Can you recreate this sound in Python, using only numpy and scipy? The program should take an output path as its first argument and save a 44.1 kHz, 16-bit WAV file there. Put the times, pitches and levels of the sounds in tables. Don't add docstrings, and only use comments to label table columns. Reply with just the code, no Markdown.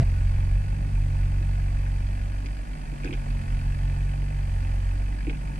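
import sys
import numpy as np
from scipy import signal
from scipy.fft import rfft, irfft, next_fast_len
from scipy.io import wavfile
from scipy.ndimage import uniform_filter1d

SR = 44100
rng = np.random.default_rng(int(sys.argv[2]) if len(sys.argv) > 2 else 0)


def wrap_up_sound(samples):
    columns = np.atleast_2d(samples).T
    tamed = np.clip(columns, -1, 1)
    steps = np.round(tamed * 32767).astype(np.int16)
    wavfile.write(sys.argv[1], SR, steps)


N = 246519
HZ = np.fft.rfftfreq(next_fast_len(N + 8192, real=True) // 2 * 2, 1 / SR) + 1e-3

# frequency in Hz, left minus right in dB,
# likeness of the two channels (0 to 1).
CHANNELS = [(157, -0.8, 0.52), (236, -3.5, 0), (407, 0.5, 0.62), (523, -2.5, 0.95), (730, -7.5, 0.95),
            (1337, 3, 0.96), (1596, 9, 0.76), (2490, -6, 0.86), (3060, 0.5, 0.7), (4900, -7.5, 0.58),
            (6500, 0, 0), (10100, -3.5, 0.17), (11700, -0.5, 0.13), (14300, 0, 0)]
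# frequency in Hz, how far the left leads in radians.
LEFT_LEAD = [(0, 0), (260, -0.3), (860, -3.7), (1290, -3.5), (2150, -5.2), (2670, -7.3), (3010, -7.8),
             (3270, -5.1), (3790, -3.8), (4310, -4.7), (5000, -2.5), (5680, -2.4), (8610, -6.1),
             (14500, -5.7)]
# time in seconds, share of the turn (0 to 1).
SWING = [(0, 0), (2.3, 0.5), (3.0, 0.6), (3.3, 1), (4.8, 1), (5.59, 0.6)]

# frequency in Hz, relative level in dB per Hz.
OPENING_COLOUR = [(59, -17), (100, 14), (179, -10), (468, -31), (670, -21), (855, -45), (2030, -33),
                  (2550, -42), (9000, -58), (11700, -83), (19800, -120)]
# frequency in Hz, relative level in dB per Hz.
RUMBLE_COLOUR = [(15, -5), (30, 17), (65, 11.5), (80, -63), (115, 5.5), (170, 5), (260, -7), (400, -17),
                 (900, -80)]
# time in seconds, frequency in Hz, level in dB.
HUM = [(0.05, 38.58, -37.5), (0.3, 40.93, -32.5), (0.42, 34.41, -42.0), (0.55, 44.19, -25.5),
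       (0.8, 38.36, -40.0), (1.05, 41.94, -19.5), (1.17, 44.87, -33.0), (1.3, 38.17, -29.0),
       (1.42, 38.75, -53.5), (2.05, 41.15, -45.5), (2.67, 39.2, -41.5), (3.3, 39.01, -28.0),
       (3.42, 41.94, -32.0), (3.55, 38.02, -27.5), (4.05, 41.93, -40.0), (5.55, 36.55, -43.0)]
# frequency in quarters of the firing rate,
# level in dB before the left-right offset, delay in firings.
GEAR_LINES = [(30, -70, 0), (40, -73, 0), (46, -66.5, .62), (50, -68, .62), (60, -67.5, .45),
              (68, -74, .45), (76, -71, .45)]

# time in seconds,
# base level in dB of the body rings, of the rim rings.
THUDS = [(1.409, -34.5, -45), (2.443, -39, -40), (2.775, -43, -54), (2.925, -34, -43), (3.042, -55, -34),
         (3.05, -26, -33), (3.062, -42, -30), (3.092, -27, -55), (3.118, -30, -46), (3.127, -47, -32),
         (4.224, -52, -38.5), (5.2705, -32, -30.5), (5.2767, -25.5, -61), (5.297, -43, -33)]
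# frequency in Hz, relative level in dB, time to fall 60 dB in seconds.
BUCKET = [(215, -9, .04), (287, -2, .09), (312, -4, .07), (335, -6, .06)]
# frequency in Hz, relative level in dB, time to fall 60 dB in seconds.
RIM = [(360, -3, .06), (390, -1, .06), (440, -3, .05), (485, -10, .04), (770, -14, .03)]
# time in seconds, base level in dB of the link, of the pin,
# of the plate, of the bright tick.
CLANKS = [(0.955, -45.5, -45, -60, -69), (1.864, -56, -37.5, -60, -63), (2.4599, -39, -58, -49, -41),
          (2.465, -40.5, -56, -46, -56), (3.0349, -34.5, -43, -48, -53), (3.0452, -43, -37, -43, -36.5),
          (3.0572, -34, -43, -39, -62), (3.0645, -40, -54, -50, -62), (3.076, -38, -41, -52, -69),
          (3.109, -40, -50, -59, -66), (3.128, -34, -46, -33, -53), (3.1372, -33, -46, -37, -44),
          (3.151, -41, -48, -52, -60), (3.17, -46, -54, -44, -60), (5.269, -35.5, -49, -58, -69),
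          (5.278, -46, -52, -58, -63), (5.2971, -29.5, -45, -34, -52), (5.304, -40, -50, -49, -51),
          (5.312, -46, -50, -49, -58), (5.329, -44, -57, -55, -62), (5.346, -42, -43.5, -52, -66)]
# frequency in Hz, relative level in dB, time to fall 60 dB in seconds.
LINK = [(2270, -6., .02), (2390, -4., .024), (2510, -5., .026), (2640, -8., .02)]
# frequency in Hz, relative level in dB, time to fall 60 dB in seconds.
PIN = [(1600, 0, 0.022), (1690, -2, 0.022), (1850, -5, 0.02), (2080, -6, 0.02)]
# frequency in Hz, relative level in dB, time to fall 60 dB in seconds.
PLATE = [(2870, -5., .02), (3120, -3., .016), (3350, -7., .016)]
# frequency in Hz, relative level in dB, time to fall 60 dB in seconds.
TICK = [(4300, -4., .008), (4850, 1., .01), (5500, -3., .008), (6100, -2., .009), (6600, -3., .008)]

# frequency in Hz, relative level in dB per Hz.
CLATTER_COLOUR = [(160, -66.5), (250, -72.5), (400, -83.5), (600, -80.5), (900, -79.5), (1200, -79),
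                  (1600, -86), (2500, -87), (3300, -94), (4600, -96.5), (6000, -97.5), (9000, -99),
                  (11000, -104), (14000, -113)]
# frequency in Hz, width in Hz, lift in dB.
BLOCK = [(733, 160, 4), (890, 120, 4), (1480, 26, 8), (1688, 56, 8), (1860, 47, 6.5), (2030, 54, 6.5),
         (2350, 80, 3.5), (2440, 49, -1.5), (2570, 57, 8), (4720, 160, 7)]
CYLINDERS_DB = np.array([-6, 7, 1, 0])
# frequency in Hz, time to fall 60 dB in seconds, delay in firings,
# gain in dB at full swing, then the base level in dB for each of the four cylinders.
IGNITION = [(710, .025, .44, -4, -62, -45, -53, -54), (830, .022, .44, -5, -60, -41, -50, -51),
            (900, .022, .46, -5, -60, -43, -52, -53), (1670, .03, .22, -6, -49, -50, -42, -46),
            (1860, .025, .42, 6, -53, -57, -56, -55), (2280, .02, .23, 1, -48, -46, -49, -46),
            (2600, .022, .24, -1, -47, -46, -45, -46), (2450, .018, .45, -3, -46, -47, -46, -49),
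            (3020, .011, .27, 8, -49, -50, -59, -53)]
# time in seconds, firings per second, then the level in dB
ENGINE = [(0.05, 44.81, -23.5, -26.0, -38.0, -47.5, -56), (0.42, 45.81, -25.0, -25.5, -36.0, -53.0, -66),
          (0.8, 48.77, -28.0, -32.5, -39.5, -60.5, -62), (1.05, 46.02, -29.5, -27.5, -34.0, -59.5, -54),
          (1.3, 46.65, -25.0, -28.0, -34.5, -68.0, -55), (1.92, 46.83, -25.5, -31.0, -38.0, -57.0, -63),
          (2.3, 47.6, -28.0, -34.0, -49.5, -54.0, -55), (2.55, 48.6, -30.5, -41.5, -50.5, -56.0, -54),
          (2.8, 49.25, -35.5, -62.0, -43.5, -54.0, -62), (3.05, 46.66, -37.0, -43.0, -39.0, -50.0, -59),
          (3.42, 45.08, -30.0, -33.0, -36.5, -44.5, -58), (3.92, 45.84, -25.5, -31.0, -33.0, -56.5, -52),
          (4.3, 48.0, -27.5, -35.5, -35.0, -52.5, -58), (4.55, 45.35, -26.5, -29.5, -37.5, -53.0, -69),
          (4.92, 45.97, -24.5, -31.0, -45.0, -64.5, -54), (5.05, 47.5, -25.5, -34.0, -54.5, -59.5, -53),
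          (5.3, 49.09, -30.5, -48.5, -43.5, -56.0, -56), (5.55, 47.69, -32.0, -41.0, -36.5, -54.5, -59)]
FIRING_ORDERS = [1, 2, 3, 5, 6]
# frequency in
# quarters of the firing rate, level in dB while order 2 is at -30 dB.
WEAK_LINES = [(2, -37), (5, -49), (6, -47), (10, -48.5), (16, -57)]

OPENING_DB, OPENING_S, OPENING_END_S = -15.5, .037, .003
WHINE_DB, WHINE_PER_S = -68.5, 59.94
WHINE_HZ, WHINE_SPREAD_HZ = 8560, 45
MEAN_RATE = 46.8
RUMBLE_DB, RUMBLE_DB_PER_HZ = -45, 4
RUMBLE_APART_HZ, RUMBLE_APART_DB = 170, 4.5
PUMP_HZ, PUMP_DB, PUMP_WAVER = 1780, -63.5, 1
SCATTER_DB, THUD_SCATTER_DB = -3.5, -6
AIR_CUT_HZ = 11300
CLATTER_DB, CLATTER_DB_PER_HZ = -53.5, -.5
IGNITION_JITTER_S = .00025
IGNITION_RISE = .3
IGNITION_SPREAD_DB, IGNITION_COLOUR_DB = 1.2, 1.5
STOP_HZ = 14600


def from_db(db):
    return 10 ** (np.asarray(db) / 20)


def rms_one(x):
    return x / np.sqrt(np.mean(x ** 2))


def in_time(rows):
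    s, *columns = np.transpose(rows)
    return [np.interp(np.arange(N) / SR, s, c) for c in columns]


def over_hz(rows):
    hz, *columns = np.transpose(rows)
    return [np.interp(np.log(HZ), np.log(hz), c) for c in columns]


def shape(x, gain):
    size = 2 * (len(HZ) - 1)
    return irfft(rfft(x, size) * gain, size)[..., :N]


def drift(rate):
    step = 64
    size = N // step + 2
    hz = np.fft.rfftfreq(size, step / SR)
    slow = irfft(rfft(rng.standard_normal(size)) / (1 + (hz / rate) ** 2), size)
    return np.interp(np.arange(N) / step, np.arange(size), rms_one(slow))


def ring(clicks, hz, t60):
    r = from_db(-60 / (t60 * SR))
    w = 2 * np.pi * hz / SR
    return signal.lfilter([0, np.sin(w)], [1, -2 * r * np.cos(w), r * r], clicks + 1e-18)


def strike(s, levels_db, modes, contact_s, grit):
    at = np.round(s * SR).astype(int)
    out, t = np.zeros(N), np.arange(800) / SR
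    for hz, mode_db, t60 in modes:
        clicks = np.zeros(N)
        clicks[at] = from_db(levels_db + mode_db + 2.5 * rng.standard_normal(len(at)))
        rough = np.cos(2 * np.pi * hz * t) + grit * rng.standard_normal(len(t))
        contact = np.exp(-t / contact_s) * rough
        contact /= np.abs(np.sum(contact * np.exp(-2j * np.pi * hz * t)))
        out += ring(signal.fftconvolve(clicks, contact)[:N], hz, t60)
    return out


def bursts(firings, delay, decay, depth, uneven=0):
    late = firings - delay + 1
    number = late.astype(int)
    strength = from_db(1.2 * rng.standard_normal(int(firings[-1]) + 3))[number]
    strength = strength * from_db(uneven * np.take(CYLINDERS_DB, (number - 1) % 4))
    level = depth + strength * np.exp(-(late % 1) / decay)
    return rms_one(uniform_filter1d(level, size=60))


def two_channels(x):
    left_db = over_hz(CHANNELS)[0]
    lead = np.interp(HZ, *np.transpose(LEFT_LEAD))
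    half = from_db(left_db / 2) * np.exp(.5j * lead)
    return shape(x, np.array([half, 1 / half]))


def scatter(x, db):
    t = np.arange(3000) / SR
    tail = rng.standard_normal((2, len(t))) * np.exp(-t / 0.0062) * (t > .003)
    tail /= np.sqrt(np.sum(tail ** 2, axis=1, keepdims=True))
    return from_db(db) * signal.fftconvolve(x[None], tail, axes=1)[:, :N]


def opening():
    noise = rms_one(shape(rng.standard_normal(N), from_db(over_hz(OPENING_COLOUR)[0])))
    fade = np.clip((OPENING_S - np.arange(N) / SR) / OPENING_END_S, 0, 1)
    return from_db(OPENING_DB) * noise * fade


def whine():
    t = np.arange(N) / SR
    beat = 2 * np.pi * WHINE_PER_S * t
    pulse = np.round(WHINE_PER_S * t).astype(int)
    every_other = np.cos(beat / 2)
    gate = np.exp(1.75 * np.cos(beat - .15 + .2 * (1 - every_other)) - 0.11 * every_other)
    off, turn, strength = rng.standard_normal((pulse[-1] + 1, 3))[pulse].T
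    tone = np.cos(2 * np.pi * (WHINE_HZ + WHINE_SPREAD_HZ * off) * t + 10 * turn)
    pulses = from_db(1.5 * strength) * tone * gate
    return from_db(WHINE_DB) * rms_one(pulses) * from_db([[-1.5], [1.5]])


def rumble(rate):
    near, *apart = shape(rng.standard_normal((3, N)), from_db(over_hz(RUMBLE_COLOUR)[0]))
    apart = shape(np.array(apart), 1 / (1 + (RUMBLE_APART_HZ / HZ) ** 1.5))
    both = two_channels(near) + from_db(RUMBLE_APART_DB) * apart
    level_db = RUMBLE_DB + RUMBLE_DB_PER_HZ * (rate - MEAN_RATE) + 3.5 * drift(1.0)
    return from_db(level_db) * rms_one(both)


def pump(swing):
    phase = 2 * np.pi * PUMP_HZ * np.arange(N) / SR + PUMP_WAVER * drift(4.2)
    return np.sqrt(2) * from_db(PUMP_DB) * swing ** 2 * np.cos(phase)


def gear_lines(firings):
    lines = np.zeros(N)
    for quarters, db, delay in GEAR_LINES:
        lines += from_db(db + 2.05 * drift(1.3)) * np.cos(quarters * np.pi / 2 * (firings - delay))
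    return np.sqrt(2) * lines * from_db([[-4], [3]])


def knock_and_thuds():
    s, *levels_db = np.transpose(THUDS)
    x = sum(strike(s, db, modes, contact_s=0.005, grit=.03)
            for modes, db in zip([BUCKET, RIM], levels_db))
    half = from_db(-2.0) * np.exp(-1j * np.pi * HZ * 0.000089)
    return shape(x, np.array([half, 1 / half])) + scatter(x, THUD_SCATTER_DB)


def clanks():
    s, *levels_db = np.transpose(CLANKS)
    x = sum(strike(s, db, modes, contact_s=0.0004, grit=.4)
            for modes, db in zip([LINK, PIN, PLATE, TICK], levels_db))
    return signal.sosfilt(signal.butter(2, AIR_CUT_HZ, fs=SR, output="sos"), x)


def hum():
    hz, db = in_time(HUM)
    return -np.sqrt(2) * from_db(db) * np.cos(2 * np.pi * np.cumsum(hz) / SR)


def clatter(firings):
    colour = from_db(over_hz(CLATTER_COLOUR)[0])
    for hz, width, db in BLOCK:
        colour = colour * from_db(db / (1 + ((HZ - hz) / width * 2) ** 2))
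    left_db, alike = over_hz(CHANNELS)
    alike = np.clip(alike, 0, 1)
    white = rng.standard_normal((4, N))

    low = 1 / (1 + (HZ / 1100) ** 6)
    direct_colour = colour * np.sqrt(alike)
    low_bursts = white[0] * bursts(firings, delay=0.483, decay=0.23, depth=0.78, uneven=1.0)
    high_bursts = white[1] * bursts(firings, delay=0.24, decay=0.45, depth=.2)
    direct = shape(low_bursts, low * direct_colour) + shape(high_bursts, (1 - low) * direct_colour)

    smooth = np.clip(HZ / 6000, 0, 1)
    throb = bursts(firings, delay=0.27, decay=0.1, depth=1.0)
    scattered = shape(white[2:] * throb, 1 - smooth)
    scattered += shape(white[2:][::-1], np.sqrt(1 - (1 - smooth) ** 2))
    pan = from_db([left_db / 2, -left_db / 2])
    both = two_channels(direct) + shape(scattered, colour * pan * np.sqrt(1 - alike))

    band = (HZ > 1400) & (HZ < 3200)
    return both / np.std(shape(both.mean(axis=0), band))


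def diesel_knock(firings, swing):
    out, force = np.zeros(N), rng.standard_normal(int(firings[-1]) + 2)
    for hz, t60, delay, swing_db, *cylinders_db in IGNITION:
        at = np.flatnonzero(np.diff(np.floor(firings - delay)))
        late, colour = rng.standard_normal((len(at), 2)).T
        db = np.resize(cylinders_db, len(at)) + swing_db * swing[at]
        db = db + IGNITION_SPREAD_DB * force[:len(at)] + IGNITION_COLOUR_DB * colour
        clicks = np.zeros(N)
        shifted = at + (IGNITION_JITTER_S * SR * late).astype(int)
        clicks[np.clip(shifted, 0, N - 1)] = from_db(db - 2.0)
        out += ring(clicks, hz, t60) - ring(clicks, hz, IGNITION_RISE * t60)
    return out


def exhaust(firings, levels_db):
    out = np.zeros(N)
    for k, db in zip(FIRING_ORDERS, levels_db):
        turn = 1.2 * (k - 1) * (k - 2.5)
        out += from_db(db + 0.15 * drift(16.0)) * np.cos(k * 2 * np.pi * firings + turn)
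    load_db = levels_db[1] + 30.0
    for quarters, db in WEAK_LINES:
        phase = quarters * np.pi / 2 * firings + drift(0.33)
        out += from_db(db + load_db + 2.66 * drift(1.9)) * np.cos(phase)
    return np.sqrt(2) * out


def scene():
    rate, *levels_db = in_time(ENGINE)
    firings = np.cumsum(rate) / SR
    swing = np.clip(in_time(SWING)[0], 0, 1)
    background = opening() + whine() + rumble(rate) + gear_lines(firings)
    metal = diesel_knock(firings, swing) + clanks()
    direct = two_channels(exhaust(firings, levels_db) + hum() + pump(swing) + metal)
    rattle = from_db(CLATTER_DB + CLATTER_DB_PER_HZ * (rate - MEAN_RATE)) * clatter(firings)
    return background + knock_and_thuds() + scatter(metal, SCATTER_DB) + rattle + direct


def record(dry):
    return signal.sosfilt(signal.cheby2(10, 30, STOP_HZ, fs=SR, output="sos"), dry)


dry = scene()
out = record(dry)
wrap_up_sound(out)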